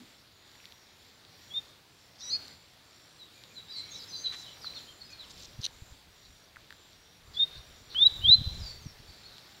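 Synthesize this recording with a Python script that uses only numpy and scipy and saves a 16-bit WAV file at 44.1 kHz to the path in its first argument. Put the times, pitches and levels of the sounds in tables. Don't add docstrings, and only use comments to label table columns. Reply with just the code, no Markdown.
import sys
import numpy as np
from scipy import signal
from scipy.io import wavfile
from scipy.ndimage import uniform_filter1d

SR = 44100
rng = np.random.default_rng(int(sys.argv[2]) if len(sys.argv) > 2 else 0)


def bounce(signal):
    frames = np.transpose(np.atleast_2d(signal))
    limited = np.clip(frames, -1, 1)
    pcm = np.round(limited * 32767).astype(np.int16)
    wavfile.write(sys.argv[1], SR, pcm)


def gain_from_decibels(decibels):
    exponent = np.asarray(decibels, float) / 20
    return 10 ** exponent


N = 423360


def rms_one(x):
    return x / np.sqrt(np.mean(x ** 2) + 1e-20)


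def band(x, low_hz, high_hz):
    sos = signal.butter(2, [low_hz, min(high_hz, .47 * SR)], "band", fs=SR, output="sos")
    return signal.sosfilt(sos, x)


def add(out, start_s, sound):
    at = int(start_s * SR)
    out[at:at + len(sound)] += sound[:max(N - at, 0)]


def drift(rate_hz, size):
    knots = rng.standard_normal(int(size / SR * 400) + 402)
    r = np.exp(-2 * np.pi * rate_hz / 400)
    slow = rms_one(signal.lfilter([1], [1, -2 * r, r * r], knots)[400:])
    return np.interp(np.arange(size) * 400 / SR, np.arange(len(slow)), slow)


def birdsong(notes, waver_db, waver_hz, rough, overtone_db):
    out = np.zeros(N)
    for note in notes:
        s, hz, db = np.transpose(note)
        t = np.arange(s[0], s[-1], 1 / SR)

        glide = uniform_filter1d(np.interp(t, s, hz), size=300, mode="nearest")
        pitch = glide + waver_hz * drift(70, len(t))
        phase = 2 * np.pi * np.cumsum(pitch) / SR
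        tone = np.sin(phase) + gain_from_decibels(overtone_db) * np.sin(2 * phase)

        swell = np.interp(t, s, gain_from_decibels(.7 * db)) ** (1 / .7)
        swell = uniform_filter1d(swell, size=60, mode="nearest")
        rasp = band(rng.standard_normal(len(t)), 70, 600)
        level = swell * gain_from_decibels(waver_db * drift(60, len(t))) * (1 + rough * rasp)
        fade = np.clip(np.minimum(t - s[0], s[-1] - t) / .002, 0, 1)
        add(out, s[0], np.sqrt(2) * level * fade * tone)
    return out


def foliage(x, spread_s, direct_db):
    t = np.arange(SR // 4) / SR
    paths = rng.standard_normal(len(t)) * np.exp(-t / spread_s)
    paths /= np.sqrt(np.sum(paths ** 2))
    paths[0] = gain_from_decibels(direct_db)
    return signal.fftconvolve(x, paths / np.sqrt(np.sum(paths ** 2)))[:N]


def caged_finch():
    # [start_s, pitch_hz, level_db]
    whistles = [
        [(1.5, 3311, -61.1), (1.52, 3315, -43.8), (1.5339, 3438, -53.2), (1.5479, 3579, -35.8),
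         (1.5554, 3592, -35.7), (1.5803, 3667, -28.3), (1.6018, 3621, -64.2)],
        [(7.34, 3378, -57.8), (7.3664, 3412, -44.6), (7.3739, 3405, -30.6), (7.3874, 3616, -40.1),
         (7.4029, 3657, -21.7), (7.4243, 3667, -22.9), (7.4348, 3709, -18.8), (7.4433, 3717, -29.0),
         (7.4527, 3661, -42.8)],
        [(7.945, 2948, -45.0), (7.9694, 3144, -27.4), (7.9769, 3232, -33.3), (7.9904, 3341, -23.6),
         (7.9999, 3475, -29.7), (8.0268, 3636, -15.5), (8.0383, 3705, -16.4), (8.0458, 3773, -28.5),
         (8.0687, 3912, -11.4), (8.0707, 3940, -12.1), (8.0757, 3928, -26.7), (8.0827, 3776, -30.7)],
        [(8.215, 2875, -44.0), (8.2344, 3090, -42.0), (8.2579, 3210, -20.3), (8.2783, 3436, -24.5),
         (8.2838, 3539, -17.3), (8.2963, 3674, -14.2), (8.3013, 3729, -14.4), (8.3043, 3833, -21.6),
         (8.3153, 3932, -13.0), (8.3307, 4019, -11.7), (8.3462, 4072, -13.5), (8.3597, 4075, -44.1)],
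    ]
    return birdsong(whistles, waver_db=.4, waver_hz=14, rough=.2, overtone_db=-55)


def nasal_call():
    # [start_s, pitch_hz, level_db]
    partials = [
        [(2.206, 3569, -49), (2.241, 3875, -55), (2.305, 3960, -42.5), (2.323, 4270, -34.5), (2.335, 4323, -29),
         (2.358, 4280, -31), (2.372, 4640, -47)],
        [(2.211, 5470, -57), (2.24, 5818, -44.5), (2.272, 5817, -48), (2.299, 5901, -42), (2.327, 6530, -54),
         (2.36, 6542, -64)],
        [(2.296, 4072, -43), (2.318, 4840, -37), (2.345, 4830, -34), (2.359, 4920, -36), (2.372, 4670, -47)],
        [(2.231, 7640, -69), (2.289, 7840, -66), (2.31, 7957, -75)],
        [(2.321, 2444, -67), (2.353, 2441, -54), (2.365, 2433, -69)],
    ]
    return birdsong(partials, waver_db=1.5, waver_hz=35, rough=.5, overtone_db=-60)


def tree_birds():
    # [start_s, pitch_hz, level_db]
    tree_notes = [
        [(3.186, 4158, -63), (3.223, 3853, -52), (3.239, 3799, -56), (3.25, 3763, -73)],
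        [(3.541, 4292, -64), (3.569, 4027, -51), (3.587, 3891, -48), (3.61, 3767, -61)],
        [(3.671, 3616, -61), (3.708, 3938, -46), (3.775, 3976, -50), (3.789, 4133, -43)],
        [(3.686, 5105, -76), (3.714, 4822, -53), (3.788, 4184, -42), (3.809, 4001, -42), (3.829, 3893, -53)],
        [(3.84, 2916, -70), (3.918, 3476, -63), (3.956, 3881, -44), (3.97, 3976, -55)],
        [(3.9, 6560, -66), (3.921, 6446, -51), (3.934, 6308, -68)],
        [(3.971, 5685, -59), (3.991, 5207, -53), (4.04, 4896, -65)],
        [(4.041, 5557, -70), (4.137, 4691, -52), (4.161, 4665, -43), (4.18, 4641, -43), (4.199, 4612, -53)],
        [(4.086, 6126, -67), (4.103, 6108, -49), (4.121, 6054, -62), (4.22, 6267, -53), (4.259, 6309, -67)],
        [(4.121, 4201, -52), (4.137, 4129, -39), (4.155, 3981, -41), (4.175, 3997, -49)],
        [(4.23, 4256, -60), (4.245, 4143, -39), (4.268, 3934, -35), (4.289, 3842, -55)],
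        [(4.441, 3866, -52), (4.467, 3107, -59), (4.52, 2901, -61)],
        [(4.611, 5187, -61), (4.635, 4624, -47), (4.66, 4163, -42), (4.675, 3968, -44), (4.684, 3883, -57)],
        [(4.745, 4374, -50), (4.755, 4323, -44), (4.776, 4263, -47), (4.789, 4175, -55)],
        [(4.76, 3895, -59), (4.768, 3733, -45), (4.799, 3034, -64)],
        [(4.861, 2834, -67), (4.878, 3110, -58), (4.894, 3185, -58), (4.93, 3034, -69)],
        [(5.001, 4602, -63), (5.019, 4378, -48), (5.029, 4261, -57), (5.04, 4182, -61)],
        [(5.046, 5036, -55), (5.056, 5004, -51), (5.068, 4955, -63), (5.109, 4999, -62)],
        [(5.08, 2573, -68), (5.115, 2471, -62), (5.189, 2349, -71)],
        [(5.12, 4477, -58), (5.134, 4343, -51), (5.149, 4175, -58)],
        [(5.18, 4312, -56), (5.205, 3997, -47), (5.232, 3411, -53), (5.254, 2672, -63)],
        [(5.471, 5159, -66), (5.482, 4858, -58), (5.5, 4578, -66)],
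        [(8.58, 5511, -67), (8.627, 4877, -51), (8.684, 4561, -42), (8.714, 4470, -42), (8.729, 4396, -56)],
        [(8.801, 6877, -71), (8.85, 5851, -64), (8.875, 5611, -57), (8.92, 5328, -59)],
        [(9.075, 4472, -63), (9.104, 4577, -47), (9.115, 4634, -57), (9.139, 4569, -56)],
        [(9.24, 4282, -55), (9.264, 4371, -51), (9.27, 4404, -55)],
        [(3.35, 2390, -71), (3.37, 2390, -66), (3.429, 2390, -65)],
        [(3.5, 2400, -69), (3.537, 2400, -65), (3.56, 2379, -70)],
    ]
    # [start_s, pitch_hz, level_db]
    faint_notes = [
        [(0, 265, -54.5), (.06, 245, -83)],
        [(2.21, 1846, -73), (2.3, 2000, -68)],
        [(3.75, 2130, -69.5), (3.9, 2250, -60.5)],
        [(2.205, 4350, -51), (2.235, 3900, -48.5)],
    ]
    song = birdsong(tree_notes + faint_notes, waver_db=2.5, waver_hz=45, rough=1.4, overtone_db=-60)
    return 1.2 * foliage(song, spread_s=.03, direct_db=4.0)


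def snaps(rows, cycles, crack_db):
    out = np.zeros(N)
    t = np.arange(-100, 300) / SR
    grits = rng.standard_normal((len(rows), len(t)))
    for (s, db, hz), grit in zip(rows, grits):
        decay = np.exp(-np.abs(t) * hz / cycles * np.where(t < 0, 2, 1))
        swing = np.sin(2 * np.pi * hz * t) * decay
        crack = grit * np.exp(-np.abs(t) / 0.00031)
        add(out, s - .0015, gain_from_decibels(db) * (1.7 * swing + gain_from_decibels(crack_db) * crack))
    return out


def stalk_ticks():
    # [start_s, peak_db, ring_hz]
    dull_ticks = [(0.554, -49, 1920), (0.602, -46, 2580), (0.642, -46, 2160), (4.645, -36.5, 1360),
                  (4.736, -44, 2407), (5.708, -53, 870), (6.56, -41, 1960), (6.568, -38.5, 1480),
                  (6.706, -38, 1803), (6.725, -40, 1660), (7.947, -39.5, 1530), (7.968, -43, 2800)]
    # [start_s, peak_db, ring_hz]
    bright_ticks = [(0.5153, -44, 4050), (0.5546, -46, 4390), (0.602, -53, 3880), (0.6549, -33, 3780),
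                    (0.7223, -36.5, 3600), (1.2497, -42, 3990), (1.4391, -46, 3800), (2.4813, -34, 4200),
                    (3.4371, -35, 3920), (6.7053, -38, 3600), (6.7253, -40.5, 3880), (6.9314, -43.5, 4190),
                    (9.382, -33, 3830)]
    return snaps(dull_ticks, cycles=1.3, crack_db=-15) + snaps(bright_ticks, cycles=.9, crack_db=-16)


def rustles():
    # [start_s, end_s, centre_hz, width_octaves, level_db, grains_per_s]
    swarms = [(2.175, 2.3, 5300, .5, -52, 3600), (3.759, 3.834, 7500, .35, -60.5, 4000),
              (3.93, 4.0, 5700, .35, -52.5, 3000), (4.313, 4.363, 2500, 2.5, -46.5, 3400),
              (4.354, 4.444, 5530, 0.73, -55, 2700), (4.435, 4.55, 3600, .5, -56, 3100),
              (5.097, 5.135, 5950, 0.58, -58, 1500), (5.294, 5.323, 4480, 1.4, -52, 1500),
              (5.361, 5.46, 4200, 1.3, -52.5, 2800), (5.442, 5.462, 4630, 1.1, -47.5, 1800),
              (5.603, 5.65, 5000, .8, -52, 2100), (8.609, 8.73, 4640, 0.32, -54, 4600),
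              (6.219, 6.305, 4140, .35, -61, 2100), (7.33, 7.377, 4340, .4, -52.5, 1920),
              (7.532, 7.6, 4220, .3, -55.5, 2300), (7.893, 7.962, 4090, .35, -50.5, 1700),
              (9.242, 9.427, 4040, .3, -58.5, 1350), (3.984, 4.056, 4350, 0.44, -49, 3000)]
    out = np.zeros(N)
    for start, end, hz, octaves, db, per_s in swarms:
        draw = rng.random((3, SR // 4))[:, :int((end - start) * SR)]
        strength = gain_from_decibels(-3.0 * np.log(draw[1] + 1e-3))
        grains = (draw[0] < per_s / SR) * strength * np.sign(draw[2] - .5)
        edges = hz / 2 ** (octaves / 2), hz * 2 ** (octaves / 2)
        swarm = rms_one(band(band(grains + 1e-9, *edges), *edges))
        add(out, start, gain_from_decibels(db) * swarm * signal.windows.tukey(len(swarm), .5))
    return out


def scrape():
    # [start_s, peak_db]
    slips = [(5.618, -46), (5.625, -39), (5.63, -37), (5.635, -30), (5.638, -36), (5.641, -31),
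             (5.6424, -24), (5.645, -24), (5.6475, -29), (5.6503, -21.5), (5.6535, -23), (5.6539, -19.5),
             (5.6577, -32), (5.664, -22), (5.666, -25)]
    # [mode_hz, level_db, width_hz]
    casing = [
        (3100, -8, 700),
        (4000, 0, 700),
        (6000, -9, 800),
        (9300, -21, 1500),
        (12500, -27, 2500),
    ]
    out, rows = np.zeros(N), np.array(slips)
    at = ((rows[:, 0] - .0006) * SR).astype(int)
    for hz, db, width in casing:
        knocks = np.zeros(N) + 1e-18
        strength = gain_from_decibels(rows[:, 1] + db + rng.normal(0, 1.8, len(at)))
        knocks[at] = strength * rng.choice([-1, 1], len(at))
        r, w = np.exp(-np.pi * width / SR), 2 * np.pi * hz / SR
        poles = [1, -2 * r * np.cos(w), r * r]
        once = signal.lfilter([1], poles, knocks)
        out += signal.lfilter([(1 - r) * 5 * np.sin(w) ** 2], poles, once)
    return band(band(out, 2900, 16000), 2600, 18000)


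def wind():
    # [time_s, level_db]
    gust_levels = [(4.9, -70), (5.4, -63.5), (5.95, -66), (6.1, -68), (7.15, -74), (7.27, -52), (7.4, -66),
                   (7.55, -60.5), (7.8, -60.5), (8.0, -62), (8.3, -43), (8.62, -45.5), (8.75, -58),
                   (9.1, -61.5), (9.6, -86)]
    # [time_s, peak_db, swing_hz]
    thumps = [(5.597, -31.5, 107), (5.824, -36.5, 81), (5.922, -42.5, 64), (7.308, -48.5, 87.6),
              (7.601, -43, 60), (8.027, -43.5, 73), (8.077, -40, 96), (8.124, -41, 58), (8.197, -45, 67),
              (8.219, -50, 64), (8.246, -31, 78), (8.28, -28.5, 103.1), (8.3, -26, 108), (8.359, -33, 102),
              (8.388, -29, 96), (8.415, -26.5, 124), (8.474, -23, 76), (8.523, -38, 62), (8.579, -33, 78),
              (8.616, -30, 79.3), (8.644, -37, 55), (8.82, -46, 81), (8.865, -30.5, 132),
              (9.002, -43.5, 112), (9.101, -44, 67.5)]
    s, db = np.transpose(gust_levels)
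    gust = np.interp(np.arange(N) / SR, s, db, left=-90)
    turbulence = rms_one(band(rng.standard_normal(N), 25, 101))
    out = gain_from_decibels(gust + 4.36 * drift(21, N)) * turbulence
    for (s, db, hz), turn in zip(thumps, rng.random(len(thumps))):
        t = np.arange(-1.3 / hz, 1.28 / hz, 1 / SR)
        swing = np.sin(2 * np.pi * (hz * t + turn))
        lopsided = swing + 0.51 * swing ** 2
        add(out, s + t[0], gain_from_decibels(db - 2.0) * np.hanning(len(t)) * lopsided)
    return out


def crickets():
    # [wing_hz, strokes_per_s, level_db, trills as (start_s, end_s)]
    singers = [
        (7230, 54.0, -72, [(0, .19), (.43, .69), (.95, 1.19), (1.37, 1.61), (1.89, 2.08), (2.38, 2.64), (2.83, 3.1), (3.32, 3.59), (3.85, 4.12), (4.31, 4.55), (4.75, 5.01), (5.19, 5.45), (5.67, 5.93), (6.14, 6.4), (6.7, 6.94), (7.22, 7.43), (7.65, 7.89), (8.08, 8.31), (8.52, 8.76), (9.03, 9.27), (9.45, 9.6)]),
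        (7450, 55.0, -75, [(2.55, 2.75), (3.05, 3.26), (3.5, 3.74), (4.9, 5.07), (5.3, 5.53), (5.75, 6.0), (6.67, 6.92), (8.56, 8.77)]),
        (6850, 53.0, -76, [(.3, .6), (.75, 1.05), (1.42, 1.7), (3.3, 3.6), (4.75, 5.0), (5.7, 5.95), (6.15, 6.42), (8.5, 8.77)]),
        (5640, 53.5, -69.5, [(.53, .85), (1.3, 1.6), (2.9, 3.17), (3.72, 3.95), (4.5, 4.82), (5.45, 5.6), (6.1, 6.45), (6.9, 7.2), (7.55, 7.95), (8.45, 8.8)]),
        (5420, 53.7, -71.5, [(.1, .26), (.8, 1.1), (1.95, 2.17), (2.85, 3.05), (3.65, 3.8), (4.35, 4.5), (5.2, 5.45), (8.95, 9.6)]),
    ]
    out = np.zeros(N)
    for wing_hz, per_s, db, trills in singers:
        for start, end in trills:
            t = np.arange(0, end - start, 1 / SR)
            stroke = (t * per_s) % 1
            onset = np.clip(t / .06 + .3, 0, 1)
            shape = np.sin(np.pi * np.clip(stroke / .7, 0, 1)) * onset
            pitch = wing_hz * (1 + .05 * (.35 - stroke) + .007 * drift(20, len(t)))
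            tone = np.sin(2 * np.pi * np.cumsum(pitch) / SR)
            level = 2.3 * gain_from_decibels(db + 1.5 * drift(10, len(t)))
            add(out, start, level * shape * tone)
    return foliage(out, spread_s=.02, direct_db=5.0)


def blades():
    draw = rng.random((3, N))
    touched = draw[0] < 200 * gain_from_decibels(5.0 * drift(1.5, N)) / SR
    grains = touched * gain_from_decibels(-2.5 * np.log(draw[1] + .02)) * np.sign(draw[2] - .5)
    return gain_from_decibels(-70) * rms_one(band(grains, 3300, 4500))


def meadow():
    # [freq_hz, density_db]
    spectrum = [(25, -18.5), (55, -5), (105, -0.5), (200, -6), (450, -8), (1000, -10.5), (2000, -10.5),
                (2900, -12.5), (3600, -9), (4300, -9), (5100, -15), (6000, -16), (7800, -23.5),
                (16000, -25.5)]
    out, edges = 0, 22 * 2 ** np.arange(0, 10, .3)
    white = rng.standard_normal((2, N))
    points = np.array(spectrum)
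    for k, (low, high) in enumerate(zip(edges[:-2], edges[1:])):
        db = np.interp(np.log(low * high) / 2, np.log(points[:, 0]), points[:, 1])
        out = out + gain_from_decibels(db + 1.24 * drift(6, N)) * band(white[k % 2], low, high)
    return gain_from_decibels(-59.5) * rms_one(out)


def wood(x):
    # [delay_s, level_db]
    echoes = [
        (.17, -30.5),
        (.22, -36.5),
    ]
    t60_s, tail_db = 0.93, -15
    t = np.arange(SR) / SR
    dense = rng.standard_normal((2, SR))
    tail = dense[0] * gain_from_decibels(-60 * t / t60_s) * np.clip(t / 0.014, 0, 1)
    tail *= gain_from_decibels(tail_db) / np.sqrt(np.sum(tail ** 2))
    for delay_s, db in echoes:
        smear = dense[1] * np.exp(-((t - delay_s) / 0.0027) ** 2)
        tail += gain_from_decibels(db) * smear / np.sqrt(np.sum(smear ** 2))
    return signal.fftconvolve(x, tail)[:N]


def suppressor():
    # [time_s, level_db]
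    opening = [(0.0, -71), (0.33, -76), (0.63, -72), (0.82, -74.5), (1.14, -74), (1.48, -71.5), (1.58, -70),
               (1.839, -75), (2.08, -74), (2.18, -73.5), (2.23, -71), (2.34, -67.8), (2.52, -69.5),
               (2.59, -74), (2.8, -74), (3.67, -72), (3.86, -69), (4.19, -68), (4.58, -68.5), (4.81, -67),
               (4.91, -71.5), (4.99, -71.5), (5.42, -69.5), (5.57, -71.5), (5.63, -69.5), (5.66, -69),
               (5.7, -73.5), (5.74, -71.5), (6.04, -74), (6.96, -74), (7.25, -74), (7.43, -68), (7.6, -70),
               (7.66, -71), (7.86, -72.5), (7.97, -67.5), (8.02, -66.5), (8.22, -66.6), (8.31, -66),
               (8.7, -67.5), (8.76, -70), (8.93, -71), (9.35, -70.4), (9.59, -71.5)]
    shut_db = -74.5
    s, db = np.transpose(opening)
    return gain_from_decibels(np.interp(np.arange(N) / SR, s, db) - shut_db)


def scene():
    near = caged_finch()
    nasal = nasal_call()
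    far = tree_birds()
    grass = stalk_ticks() + rustles() + scrape()
    tails = wood(near + gain_from_decibels(6) * nasal + gain_from_decibels(14) * far + gain_from_decibels(1.5) * grass)
    back = (meadow() + blades() + crickets() + gain_from_decibels(-13.5) * tails) * suppressor()
    return (near + nasal + far + grass + wind() + back)[None]


def roll_off(x):
    return signal.sosfilt(signal.butter(12, 16380, fs=SR, output="sos"), x)


def record(dry):
    cut = signal.sosfilt(signal.ellip(10, .5, 60, 15750, fs=SR, output="sos"), dry)
    return roll_off(cut)


dry = scene()
out = record(dry)
bounce(out)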